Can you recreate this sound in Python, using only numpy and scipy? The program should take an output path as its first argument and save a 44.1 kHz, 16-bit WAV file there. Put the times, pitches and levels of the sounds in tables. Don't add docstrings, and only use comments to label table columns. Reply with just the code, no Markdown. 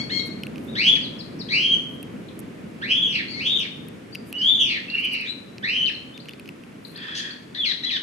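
import sys
import numpy as np
from scipy import signal
from scipy.fft import rfft, irfft, next_fast_len
from scipy.io import wavfile
from scipy.ndimage import uniform_filter1d, map_coordinates

SR = 44100
rng = np.random.default_rng(int(sys.argv[2]) if len(sys.argv) > 2 else 0)


def bounce(signal):
    frames = np.transpose(np.atleast_2d(signal))
    limited = np.clip(frames, -1, 1)
    pcm = np.round(limited * 32767).astype(np.int16)
    wavfile.write(sys.argv[1], SR, pcm)


N = 353682
T = np.arange(N) / SR
SCOOP_S = 0.0088

# frequency_hz, gain_db
THROAT_COLOUR = [(1400, -9), (2000, -2.5), (2600, 4.5), (3200, 7), (3800, 8), (4250, 6), (4900, -4.5),
                 (5900, -14.5), (6500, -23.5), (7000, -26.5), (9400, -21.5), (11000, -34.5), (13000, -24)]


def undb(db):
    return 10 ** (np.asarray(db) / 20)


def unit(x):
    return x / np.sqrt(np.mean(x ** 2) + 1e-18)


def gain_at(hz, points):
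    point_hz, db = np.transpose(points)
    return undb(np.interp(np.log(np.maximum(hz, 1)), np.log(point_hz), db))


def colour(x, points):
    size = next_fast_len(x.shape[-1])
    gains = gain_at(np.arange(size // 2 + 1) * SR / size, points)
    return irfft(rfft(x, size) * gains, size)[..., :x.shape[-1]]


def resonate(x, hz, width_hz):
    peak = signal.iirpeak(hz, hz / width_hz, fs=SR)
    return signal.lfilter(*peak, signal.lfilter(*peak, x))


def wander(t, rate):
    return map_coordinates(rng.standard_normal(2 ** 13), [(t - t[0]) * rate], order=3, mode="wrap")


def fade(t, edge_s):
    return np.clip(np.minimum(t - t[0], t[-1] - t) / edge_s, 0, 1)


def swell(start_s, end_s, edge_s):
    return np.clip(np.minimum(T - start_s, end_s - T) / edge_s, 0, 1)


def add(track, start_s, sound):
    i = int(start_s * SR)
    part = sound[max(-i, 0):N - i]
    track[max(i, 0):max(i, 0) + len(part)] += part


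def traffic(ebb_db_per_s=1.414, flicker_db=1, hiss_follow=0.21, split_hz=900):
    # frequency_hz, gain_db
    traffic_colour = [(20, -27), (40, -30), (62, -17.5), (125, -4), (240, 1), (320, -4.5), (500, -12),
                      (790, -24), (1100, -23.5), (2500, -24.5), (4000, -35), (6300, -39.5), (11500, -43),
                      (15400, -60)]
    # frequency_hz, gain_db
    width_colour = [(60, -11), (200, -11), (380, -4.5), (700, 3), (1300, -0.5), (2400, -2), (4400, -1.5),
                    (8000, -4), (14000, -22.5)]
    centre, side = colour(rng.standard_normal((2, N)), traffic_colour)
    stereo = unit(centre) + np.array([[1], [-1]]) * colour(side, width_colour) / np.std(centre)
    rumble = signal.sosfilt(signal.butter(1, split_hz, fs=SR, output="sos"), stereo)
    hiss = stereo - rumble
    rumble_db = -34 - ebb_db_per_s * T
    hiss_db = rumble_db.mean() + hiss_follow * (rumble_db - rumble_db.mean())
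    return rumble * undb(rumble_db + flicker_db * wander(T, 12)) + hiss * undb(hiss_db)


def wall_echoes(x, early_db=-1.5, early_s=0.17, late_db=-4.0, late_s=0.56, patchy_db=6):
    t = np.arange(SR) / SR
    echoes = rng.standard_normal((2, SR)) * undb(patchy_db * rng.standard_normal((2, SR)))
    early = unit(echoes * undb(-60 * t / early_s) * (t > .003))
    late = unit(rng.standard_normal((2, SR)) * undb(-60 * t / late_s) * np.minimum(t / 0.028, 1))
    response = (undb(early_db) * early + undb(late_db) * late) / np.sqrt(SR)
    return x + signal.fftconvolve(x[None], response, axes=1)[:, :N]


def nibbles(count=6, from_s=6.25, to_s=6.65):
    when, strength = rng.uniform(size=(count, 2)).T
    scatter_db = 2 * strength - 1
    return list(zip(from_s + when * (to_s - from_s), -44 + scatter_db, -51 + scatter_db))


def feeding(crack_gain_db=-13, ring_gain_db=-1, crack_s=0.0011, grain_db=6):
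    # start_s, crack_db, ring_db
    clicks = [(0.435, -27, -35.5), (0.468, -32, -40), (0.5582, -40, -45.5), (0.581, -43, -47.5),
              (2.029, -26, -48), (2.392, -22.5, -74), (3.885, -31.5, -56), (4.1496, -25, -41),
              (4.154, -31, -35), (4.3273, -18.5, -37.5), (5.582, -42, -44), (6.177, -38, -44.5),
              (6.2858, -45, -41), (6.2928, -32, -40.5), (6.335, -40, -46), (6.397, -32.5, -46.5),
              (6.490, -34, -40.5), (6.976, -34, -50)]
    # frequency_hz, width_hz, gain_db
    beak_rings = [(2735, 730, 4.5), (3950, 1760, -8.5), (4680, 700, -25)]
    # start_s, length_s, level_db
    tears_and_snaps = [(0.248, 0.043, -46.5), (0.542, 0.19, -56), (1.876, 0.11, -58), (2.394, 0.011, -40),
                       (3.589, 0.012, -40), (4.255, .064, -47.5), (4.378, 0.21, -54.5),
                       (4.981, 0.037, -48.5), (5.042, 0.018, -40.5), (5.111, .048, -42),
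                       (5.209, 0.0061, -45), (6.803, 0.19, -54)]
    # frequency_hz, gain_db
    crackle_colour = [(1500, -11.5), (3000, -28.5), (6000, -19), (9000, -4.5), (12000, -2), (14000, -18),
                      (16000, -21)]
    cracks, rings = np.zeros(N), np.zeros(N)
    t = np.arange(SR // 50) / SR
    for start, crack_db, ring_db in list(clicks) + nibbles():
        snap = unit(rng.standard_normal(len(t)) * np.exp(-t / crack_s))
        add(cracks, start, undb(crack_db + crack_gain_db) * snap)
        ring = sum(undb(db) * resonate(snap, hz, width) for hz, width, db in beak_rings)
        add(rings, start, undb(ring_db + ring_gain_db) * unit(ring))
    for start, length, db in tears_and_snaps:
        t = np.arange(0, length, 1 / SR)
        crackle = rng.standard_normal(len(t)) * undb(grain_db * wander(t, 1500))
        add(cracks, start, undb(db) * unit(crackle * fade(t, length / 3)))
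    return colour(cracks, crackle_colour) + rings


def chirp(length_s, glide_hz):
    t = np.arange(0, length_s, 1 / SR)
    curve = np.polyfit([0, .5, 1], glide_hz, 2)
    hz = np.polyval(curve, t / length_s) * (1 + .006 * wander(t, 600))
    tone = np.sin(2 * np.pi * np.cumsum(hz) / SR)
    return unit(tone * np.sqrt(gain_at(hz, THROAT_COLOUR)) * fade(t, length_s / 4))


def nasal_note(length_s, pitch_hz, scoop=0.3, scoop_s=0.011, roughness=0.011):
    # pitch_multiple, level_db
    overtones = [(2, -7.5), (3, -6), (4, 2), (5, -20), (6, -28.5), (7, -32), (8, -40), (9, -44), (10, -38)]
    t = np.arange(0, length_s, 1 / SR)
    hz = pitch_hz * (1 - scoop * np.exp(-t / scoop_s) + roughness * wander(t, 502.4))
    phase = 2 * np.pi * np.cumsum(hz) / SR
    tone = sum(undb(db) * np.sin(round(k) * phase) for k, db in overtones)
    growth = 1 - 0.85 * np.exp(-t / 0.031)
    return unit(tone * growth * fade(t, 0.0028))


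def rasp(grain_db=3, growl_db=-37, burst_db=-27.5):
    # frequency_hz, width_hz, gain_db
    throat_rings = [(1795, 360, 0), (2660, 380, -1), (3370, 460, 7.5), (4800, 330, -7)]
    # frequency_hz, gain_db
    hiss_colour = [(1000, -53), (2000, -46), (3000, 4), (4400, 3.5), (6200, -8.5), (7500, -23.5),
                   (9500, -22), (12500, -34), (15000, -53)]
    beating = rng.standard_normal(N) * undb(grain_db * wander(T, 300))
    growl = sum(undb(db) * resonate(beating, hz, width) for hz, width, db in throat_rings)
    growl_gain = undb(growl_db) * swell(6.91, 7.39, edge_s=.11)
    hiss_gain = undb(burst_db) * swell(7.14, 7.215, edge_s=0.019) + undb(-20) * growl_gain
    return unit(growl) * growl_gain + unit(colour(beating, hiss_colour)) * hiss_gain


def whistle(t, hz, level_db, depth_hz, overtones_db, trills_per_s=118, breath_db=-36):
    cycles = np.cumsum(trills_per_s * (1 + .2 * wander(t, 90))) / SR
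    dip = (np.sin(np.pi * cycles) ** 2) ** 1.84
    uneven_dip = dip * (1 + 0.25 * wander(t, 700))
    hz = hz + 2 * depth_hz * (dip.mean() - uneven_dip) + 10 * wander(t, 239.6)
    press = (dip - dip.mean()) * np.tanh(depth_hz / 100)
    roughness = .2 * (2000 / hz) ** 2 / (1 + depth_hz / 60)
    phase = 2 * np.pi * np.cumsum(hz) / SR + roughness * wander(t, 2500)
    lowest, *upper = (gain_at(k * hz, THROAT_COLOUR) * np.sin(k * phase) for k in range(1, 5))
    overtones = sum(undb(-6.5 - 7 * k) * part for k, part in enumerate(upper))
    tone = lowest * undb(-3 * press) + overtones * undb(overtones_db + 4 * press)
    tone = signal.sosfilt(signal.butter(4, 1400, "high", fs=SR, output="sos"), tone)
    breath = unit(colour(rng.standard_normal(len(t)), THROAT_COLOUR))
    strength = np.sqrt(uniform_filter1d(tone ** 2, size=700) + 1e-12)
    return (tone / strength + undb(breath_db) * breath) * undb(level_db) * fade(t, 0.0028)


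def held_note(length_s, pitch_hz, level_db, depth_hz, overtones_db, scoop=0.077, swell_db=5.5):
    t = np.arange(0, length_s, 1 / SR)
    hz = pitch_hz * (1 - scoop * np.exp(-t / SCOOP_S))
    return whistle(t, hz, level_db - swell_db * (1 - t / length_s), depth_hz, overtones_db)


def squawk(whistle_s, buzz_s, whistle_hz, buzz_hz, scoop, whistle_db, buzz_db):
    break_s, droop_s, sag_per_s = 0.00471, 0.00647, 1.5
    t = np.arange(0, whistle_s + buzz_s, 1 / SR)
    starting = np.exp(-t / SCOOP_S)
    ending = np.exp((t - t[-1]) / droop_s)
    broken = .5 + .5 * np.tanh((t - whistle_s) / (2 * break_s))
    blend = lambda before, after: before + (after - before) * broken
    sag = 1 - sag_per_s * (t - whistle_s)
    hz = blend(whistle_hz, buzz_hz) * sag * (1 - scoop * starting - 0.217 * ending)
    level_db = blend(whistle_db, buzz_db) - 11 * starting - 5 * np.sin(np.pi * broken)
    return whistle(t, hz, level_db, depth_hz=48, overtones_db=blend(-11, 13.5))


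def arch(rise_s, hold_s, fall_s, start_hz, top_hz, end_hz, ease, level_db,
         top_depth_hz, trill_onset_s, overtones_db, pressed_start):
    lowest_hz, slope_depth_hz = 1523, 317
    t = np.arange(0, rise_s + hold_s + fall_s, 1 / SR)
    to_climb = np.clip(1 - t / rise_s, 0, 1) ** ease
    fallen = np.clip((t - rise_s - hold_s) / fall_s, 0, 1) ** 1.6
    hz = top_hz + (start_hz - top_hz) * to_climb + (end_hz - top_hz) * fallen
    slack = np.clip((top_hz - hz) / (top_hz - lowest_hz), 0, 1)
    trill = np.sin(np.pi * slack ** 0.66) * np.minimum(t / trill_onset_s, 1) ** 2
    depth_hz = top_depth_hz + (slope_depth_hz - top_depth_hz) * trill
    push_db = -5 * np.exp(-t / 0.0055) - 2 * (t / t[-1]) ** 2 + 3.5 * wander(t, 46.8)
    pressed = pressed_start * np.exp(-t / 0.046)
    flick = 1 - 0.166 * pressed_start * np.exp(-t / SCOOP_S)
    bright_db = overtones_db + 23 * pressed + 4.5 * trill + 5 * np.sin(np.pi * np.sqrt(fallen))
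    loud_db = level_db - 19 * slack + 4 * pressed + push_db
    return whistle(t, hz * flick, loud_db, depth_hz, bright_db)


def flock():
    # start_s, rise_s, hold_s, fall_s, start_hz, top_hz, end_hz,
    # ease (1 = straight rise), level_db, top_depth_hz (of the trill), trill_onset_s,
    # overtones_db, pressed_start (0 to 1)
    arches = [ (.752, 0.15, .038, .032, 1724, 3362, 1734, 1.01, -10.5, 60, .07, -4.5, .75),
              (1.485, .2, .05, 0.013, 1880, 3161, 3120, 1.41, -14, 84, 0.065, -6, 1),
              (2.813, .194, 0.03, .175, 1432, 3325, 1858, 2.01, -16.5, 100, .08, -6.5, 0.2),
              (3.395, 0.13, .025, 0.11, 2155, 3566, 1940, 1.62, -16.5, 160, 0.034, -5.5, 0.37),
              (4.41, .088, .025, .262, 2962, 3532, 1802, .85, -13.5, 60.6, 0.16, -6, 0),
              (4.965, 0.077, .005, 0.23, 2550, 2753, 2130, 1.2, -24.5, 427, 0.0073, -9.5, 0.12),
              (5.255, .042, 0.01, 0.006, 3180, 3990, 3820, 1.2, -23, 69, 0.0035, 1.5, 0.015),
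              (5.624, 0.18, .066, .032, 1603, 3043, 1716, 1.8, -16, 95, 0.064, -7, 0.26)]
    # start_s, length_s, pitch_hz, level_db, depth_hz (of the trill), overtones_db
    held_notes = [(3.28, 0.05, 2297, -30, 70, 21), (3.336, 0.062, 2179, -28, 27, 8),
                  (4.337, .08, 2955, -25, 16, -9), (4.881, 0.12, 2770, -25.5, 22, -11),
                  (4.939, 0.019, 2822, -14.5, 25, -14), (7.016, .245, 1691, -32, 63, 14),
                  (7.545, 0.035, 1912, -27, 130, 8), (7.833, 0.022, 2050, -17.5, 48, 10.5)]
    # start_s, whistle_s, buzz_s, whistle_hz, buzz_hz,
    # scoop (share of the pitch), whistle_db, buzz_db
    squawks = [(7.578, .072, .072, 3242, 2147, 0.0074, -18, -19),
               (7.856, .047, .07, 3340, 1950, 0.17, -21, -20.5)]
    # start_s, end_s, pitch_hz, level_db
    nasal_notes = [(-.03, 0.018, 1107, -26), (0.093, 0.206, 1080, -23)]
    # start_s, length_s, start_hz, end_hz, level_db
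    chirps = [(.188, 0.014, 4500, 3690, -23.5), (1.011, 0.063, 5280, 3520, -36),
              (1.185, 0.034, 5690, 3670, -35.5), (1.388, .04, 5830, 3500, -33.5),
              (2.284, .01, 4490, 3000, -41.5), (4.122, .03, 4420, 5060, -41.5),
              (4.378, .031, 4300, 5870, -41), (4.414, 0.0081, 5720, 4000, -33),
              (4.9, 0.0038, 4920, 3850, -26), (5.855, .018, 5080, 3320, -28.5),
              (5.942, 0.02, 4410, 3940, -34), (6.197, .015, 3740, 5170, -41),
              (6.849, 0.0051, 4720, 3750, -31.5), (6.957, .012, 3820, 5250, -34),
              (7.306, .0084, 4070, 4900, -32), (7.548, 0.0049, 4690, 3650, -29)]
    # start_s, length_s, top_hz, level_db
    peeps = [(0.67, 0.081, 3820, -41.5), (6.134, 0.043, 3660, -43), (6.281, 0.041, 3570, -47.5)]
    calls = np.zeros(N)
    for voice, table in (arch, arches), (held_note, held_notes), (squawk, squawks):
        for start, *shape in table:
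            add(calls, start, voice(*shape))
    for start, end, hz, db in nasal_notes:
        add(calls, start, undb(db) * nasal_note(end - start, hz))
    for start, length, start_hz, end_hz, db in chirps:
        add(calls, start, undb(db) * chirp(length, [start_hz, np.sqrt(start_hz * end_hz), end_hz]))
    for start, length, top_hz, db in peeps:
        add(calls, start, undb(db) * chirp(length, [0.86 * top_hz, top_hz, 0.86 * top_hz]))
    return calls + rasp()


def scene(lag_samples=14):
    # frequency_hz, gain_db
    left_colour = [(1000, 12.5), (2300, -2.5), (3200, -5.5), (3800, -4), (4300, -1.5), (5200, -2.5),
                   (7000, -1), (12000, -13)]
    # frequency_hz, gain_db
    right_colour = [(1000, 13.5), (2300, 0), (3200, -6), (3800, -11.5), (4300, -14.5), (5200, -4.5),
                    (7000, 5), (12000, -3)]
    left, right = wall_echoes(flock())
    right = np.pad(right, (lag_samples, 0))[:N]
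    calls = np.array([colour(left, left_colour), colour(right, right_colour)])
    return calls + feeding() + traffic()


def record(dry):
    return signal.sosfilt(signal.ellip(8, .2, 70, 15400, fs=SR, output="sos"), dry)


dry = scene()
out = record(dry)
bounce(out)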